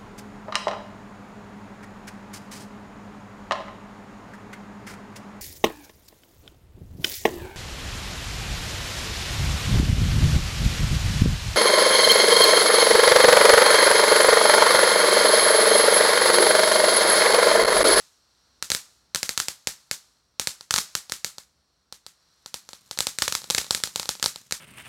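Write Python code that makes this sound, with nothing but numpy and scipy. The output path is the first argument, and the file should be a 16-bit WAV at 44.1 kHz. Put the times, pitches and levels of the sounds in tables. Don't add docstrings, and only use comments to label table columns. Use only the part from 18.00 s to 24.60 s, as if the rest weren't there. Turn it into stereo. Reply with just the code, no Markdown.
import sys
import numpy as np
from scipy import signal
from scipy.fft import rfft, irfft
from scipy.io import wavfile
from scipy.ndimage import uniform_filter1d

SR = 44100
rng = np.random.default_rng(int(sys.argv[2]) if len(sys.argv) > 2 else 0)


def dump(signal):
    limited = np.clip(np.atleast_2d(signal).T, -1, 1)
    pcm = np.round(limited * 32767).astype(np.int16)
    wavfile.write(sys.argv[1], SR, pcm)


N = 291060
POP_SAMPLES, LEAD_SAMPLES = 16384, 8192

# freq_hz, level_db
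AIR_SPECTRUM = [(20, -1), (38, 1.5), (58, 1.5), (90, -7.5), (160, -9), (280, -14), (700, -16.5),
                (1300, -17.5), (2200, -24.5), (5000, -32.5), (16000, -38.5)]
# time_s, level_db
JET_LEVELS = [(0, -66.5), (.45, -64), (1.1, -68), (2.1, -66), (2.3, -71), (2.9, -66), (3.55, -71),
              (3.95, -72), (4.2, -65.5), (4.6, -63.5), (4.9, -64), (6.2, -71), (6.6, -75)]
# freq_hz, level_db
GAS_SPECTRUM = [(200, -19), (800, -12.5), (1350, -9), (2300, -18), (3100, -15), (4000, -11), (5600, -11),
                (6500, -18), (8000, -16), (9300, -22), (16000, -33)]
# pitch_hz, width_hz, gain_db
MOUTH_MODES = [(4300, 420, -3.5), (5660, 330, -4)]
# freq_hz, level_db
PLUME_SPECTRUM = [(60, -18), (120, 0.5), (210, -2), (330, -12.5), (1200, -16.5), (2700, -12.5),
                  (4500, -7.5), (7200, -5), (9300, -11), (12000, -9.5), (16000, -24)]
# start_s, rise_s, hold_s, fall_s
FLARE_SHOWER = (1.15, .35, .38, .2)
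# start_s, rise_s, hold_s, fall_s
FINALE_SHOWER = (4.06, 1.29, 0.98, 0.51)
# freq_hz, gain_db
LAWN_SPECTRUM = [(40, -6.5), (100, -12), (300, -5.5), (700, -10.5), (1500, -4.5), (3000, -1.5), (4300, -2),
                 (6000, 1), (10000, 4.5), (15000, 4.5)]
# left_lag_ms, right_lag_ms, gain_db, dull_above_hz
NEAR_ECHOES = [(2.22, 2.3, -11, 4500), (3.5, 3.5, -10.5, 510), (5.3, 1.9, -15, 1000),
               (18.3, 18.5, -19, 7500)]
# freq_hz, level_db
CRACK_SPECTRUM = [(30, -13), (70, -13), (165, -2.5), (300, -10.5), (560, -5.5), (690, -7.5), (850, -3.5),
                  (1400, -1.5), (2900, -5.5), (4100, 1), (7500, -2), (9500, -8.5), (13000, -13.5),
                  (16000, -25)]
# start_s, energy_db, ground_lag_ms
STAR_BURSTS = [(-.09, 9, 0.53), (.6258, 0, 0.69), (.703, 3.5, 0.37), (.718, 7.5, .46), (.749, 4.5, 0.52),
               (1.148, 3.5, .47), (1.159, 2, 0.62), (1.231, 4, .4), (1.2926, 3.5, 0.45), (1.3769, 6, 0.71),
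               (1.4013, 5, .66), (1.4844, 1.5, 0.37), (1.6727, 5.5, .37), (1.913, 4, .43),
               (2.3976, 5.5, 0.25), (2.4727, 5, 0.45), (2.6097, -13.5, .19), (2.7089, 7, 0.63),
               (2.7402, 10.5, 0.71), (2.7618, 5.5, 0.96), (2.7811, 2.5, .82), (2.7859, 5.5, .87),
               (2.9526, 4.5, 0.66), (3.0974, -8.5, 0.2), (3.1215, 2, 0.55), (3.2464, 2.5, .44),
               (3.3834, -9.5, 0.22), (3.9256, -10, .21), (4.0654, -12, .21), (4.461, -10, 0.2),
               (4.5427, -3, .26), (4.6905, -13, .2), (4.7325, -11, 0.24), (4.912, -4, 0.21),
               (4.9754, -8.5, 0.21), (4.989, 3.5, 0.47), (5.0058, 6, 0.23), (5.0698, 4.5, 0.29),
               (5.187, 1.5, 0.47), (5.2216, 9.5, 0.59), (5.2249, 1.5, 0.067), (5.2798, 2.5, 0.055),
               (5.2816, 0.5, .29), (5.3245, 2.5, 0.69), (5.3518, 4.5, 0.82), (5.4186, -15, 0.2),
               (5.4424, -12, 0.25), (5.5017, 5, .24), (5.5076, 5, 0.31), (5.5486, 7.5, 0.46),
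               (5.581, 3.5, 0.34), (5.5837, 7, 0.4), (5.615, -7, .21), (5.645, -12.5, .24),
               (5.6663, -16.5, 0.24), (5.7087, 8.5, 0.21), (5.7488, 5.5, 0.49), (5.775, -12, 0.24),
               (5.802, -15, 0.3), (5.8376, 5.5, .54), (5.874, -10.5, 0.26), (5.9597, 3, 0.25),
               (5.9977, 1, .24), (6.0306, -8, 0.96), (6.057, -9, 0.21), (6.0917, 6, 0.24),
               (6.1528, -15, 0.21), (6.198, -14.5, 0.29), (6.2278, 5, .61), (6.242, 3, 0.21),
               (6.2604, 7, .21), (6.36, -9.5, .24), (6.5106, -7, 0.71), (6.5238, 3.5, 0.45)]
# freq_hz, difference_db
MIC_BALANCE = [(40, -8.5), (80, 0), (150, -3.5), (300, 0.5), (600, -0.5), (1100, 3.5), (2000, 0),
               (5000, 0.5), (9000, -2), (14000, 0.5)]


def undb(db):
    return 10 ** (np.asarray(db) / 20)


def colour(points, size):
    hz, db = np.transpose(points)
    bins_hz = np.maximum(np.fft.rfftfreq(size, 1 / SR), 1)
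    return undb(np.interp(np.log(bins_hz), np.log(hz), db))


def tint(x, points):
    return irfft(rfft(x) * colour(points, x.shape[-1]), x.shape[-1])


def causal(points):
    cepstrum = irfft(np.log(colour(points, POP_SAMPLES)))
    half = POP_SAMPLES // 2
    fold = np.r_[1, np.full(half - 1, 2), 1, np.zeros(half - 1)]
    return np.exp(rfft(cepstrum * fold))


def delay(hz, ms):
    return np.exp(-2j * np.pi * hz * np.asarray(ms)[..., None] / 1000)


def unit(x):
    return x / np.sqrt(np.mean(x ** 2))


def stereo_noise(size, apart_hz):
    mid, side = rfft(rng.standard_normal((2, size)))
    likeness = .96 / (1 + (np.fft.rfftfreq(size, 1 / SR) / apart_hz) ** 2)
    mid, side = mid * np.sqrt(1 + likeness), side * np.sqrt(1 - likeness)
    return unit(irfft(np.array([mid + side, mid - side]), size))


def wander(rate_hz):
    hold = int(SR / rate_hz)
    steps = np.repeat(rng.standard_normal(N // hold + 1), hold)
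    return unit(uniform_filter1d(uniform_filter1d(steps, hold), hold)[:N])


def wash(rise_s, t60_s, db, apart_hz, grain_db=0, size=POP_SAMPLES):
    t = np.arange(size) / SR
    envelope = (1 - np.exp(-(t / rise_s) ** 2)) * np.exp(-np.log(1000) * t / t60_s)
    grain = undb(grain_db * np.repeat(rng.standard_normal(size // 32), 32))
    return undb(db) * unit(stereo_noise(size, apart_hz) * envelope * grain) / np.sqrt(size)


def evening_air(level_db=-70, swell_db=1.2):
    level = undb(level_db + swell_db * wander(rate_hz=2.1))
    return level * unit(tint(stereo_noise(N, apart_hz=700), AIR_SPECTRUM))


def tube_mouth(hz):
    return sum(undb(db) * 1j * hz * width / (pitch ** 2 - hz ** 2 + 1j * hz * width)
               for pitch, width, db in MOUTH_MODES)


def gas_hiss(ring_db=7, flutter_db=0.2):
    gas = rfft(stereo_noise(N, apart_hz=5070)) * colour(GAS_SPECTRUM, N)
    mouth = 1 + undb(ring_db) * tube_mouth(np.fft.rfftfreq(N, 1 / SR))
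    return unit(irfft(gas * mouth, N)) * undb(flutter_db * wander(rate_hz=25))


def spark_sizzle(sparks_per_s=1100, spread_db=4.5):
    strengths = undb(spread_db * np.minimum(rng.exponential(size=N), 4))
    sparks = strengths * (rng.random(N) < sparks_per_s / SR)
    puffs = np.sqrt(np.abs(uniform_filter1d(sparks ** 2, size=44)))
    return unit(tint(puffs * stereo_noise(N, apart_hz=4000), PLUME_SPECTRUM))


def shower(t, start_s, rise_s, hold_s, fall_s):
    return np.interp(t, start_s + np.cumsum([0, rise_s, hold_s, fall_s]), [0, 1, 1, 0])


def jet(sizzle_vs_hiss_db=-16, flare_db=-71.5, finale_db=-53.5):
    t = np.arange(N) / SR
    flow = undb(np.interp(t, *np.transpose(JET_LEVELS)))
    flare = undb(flare_db) * shower(t, *FLARE_SHOWER) ** 2
    finale = undb(finale_db) * shower(t, *FINALE_SHOWER) ** 2
    return flow * gas_hiss() + (flow * undb(sizzle_vs_hiss_db) + flare + finale) * spark_sizzle()


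def far_echo(pulses):
    hedge = wash(rise_s=0.0088, t60_s=0.64, db=-20.5, apart_hz=1200, size=32768)
    trees = wash(rise_s=0.072, t60_s=0.37, db=-25, apart_hz=1200, size=32768)
    hedge = tint(hedge, [(200, -12), (1200, -2.5), (7000, 4.5), (13000, 4)])
    trees = tint(trees, [(200, -3), (1200, 0), (5000, -1.5), (10000, -11)])
    return signal.fftconvolve(pulses[None], hedge + trees, axes=1)[:, :len(pulses)]


def lawn_scatter():
    echoes = wash(rise_s=0.012, t60_s=0.19, db=-6, apart_hz=2200, grain_db=2)
    echoes[:, :2048] += wash(rise_s=0.0021, t60_s=0.025, db=-9, apart_hz=2200, grain_db=4, size=2048)
    echoes[:, :256] += wash(rise_s=0.00024, t60_s=0.0013, db=-9.5, apart_hz=2000, size=256)
    return echoes


def direct_and_ground(hz, lag_ms, loss_db_per_ms=8.5, dull_hz=9000, aim_ms=0.0029, slant_ms=0.035):
    aim, slant = rng.standard_normal(2)
    sides = np.array([-0.5, 0.5])
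    direct = delay(hz, sides * aim_ms * aim)
    bounce = undb(-loss_db_per_ms * lag_ms) / (1 + 1j * hz / dull_hz)
    return direct + bounce * delay(hz, lag_ms + sides * slant_ms * (1 + slant))


def burst_tone(inside, finale, two_stage, spread_db=0.35):
    body_chance, top_chance = spread_db * rng.standard_normal(2)
    body_db = -0.66 + inside * (1 + 3 * finale) + body_chance
    top_db = -0.1 - 1.5 * inside - 2 * two_stage + top_chance
    return causal([(900, body_db), (4300, 0), (9000, top_db)])


def crackling_stars(inside_below_db=-9, ring_db=-0.5, two_stage_s=0.005):
    hz = np.fft.rfftfreq(POP_SAMPLES, 1 / SR)
    length = LEAD_SAMPLES + N + POP_SAMPLES
    at_source, at_mics = np.zeros(length), np.zeros((2, length))
    near = 1 + sum(undb(db) * delay(hz, [left_ms, right_ms]) / (1 + 1j * hz / dull_hz)
                   for left_ms, right_ms, db, dull_hz in NEAR_ECHOES)
    crack = -causal(CRACK_SPECTRUM) * delay(hz, ms=0.91)
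    lawn_colour = causal(LAWN_SPECTRUM)
    fade_out = np.minimum(np.linspace(10, 0, POP_SAMPLES), 1) ** 2
    gaps_s = np.diff([burst[0] for burst in STAR_BURSTS], append=np.inf)
    for (start_s, energy_db, ground_lag_ms), gap_s in zip(STAR_BURSTS, gaps_s):
        inside = np.clip(energy_db / inside_below_db, 0, 1)
        finale = shower(start_s, *FINALE_SHOWER)
        paths = direct_and_ground(hz, ground_lag_ms)
        pulse = crack * burst_tone(inside, finale, two_stage=gap_s < two_stage_s)
        mouth = 1 + inside * undb(ring_db) * tube_mouth(hz)
        snap = irfft(pulse * mouth * paths * near)
        lawn_db = 1.72 - 0.09 * energy_db - 0.33 * finale
        tail = undb(lawn_db) * irfft(pulse * lawn_colour * rfft(lawn_scatter()))
        gain = fade_out * undb(energy_db) / np.sqrt(np.sum(snap ** 2) / 2)
        start = LEAD_SAMPLES + int((start_s - 0.001) * SR)
        at_mics[:, start:start + POP_SAMPLES] += gain * (snap + tail)
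        at_source[start:start + POP_SAMPLES] += gain * irfft(pulse)
    return (at_mics + far_echo(at_source))[:, LEAD_SAMPLES:LEAD_SAMPLES + N]


def scene():
    return crackling_stars() + jet() + evening_air()


def record(dry, bass_cut_hz=54, clip_level=0.94, top_cut_hz=16100):
    mics = [tint(channel, [(hz, side * db / 2) for hz, db in MIC_BALANCE])
            for channel, side in zip(dry, (1, -1))]
    high_pass = signal.butter(6, bass_cut_hz, "high", fs=SR, output="sos")
    clipped = np.clip(signal.sosfilt(high_pass, mics), -clip_level, clip_level)
    low_pass = signal.firwin(301, top_cut_hz, fs=SR, window="blackman")
    return signal.fftconvolve(clipped, low_pass[None], mode="same", axes=1)


dry = scene()
out = record(dry)
dump(out)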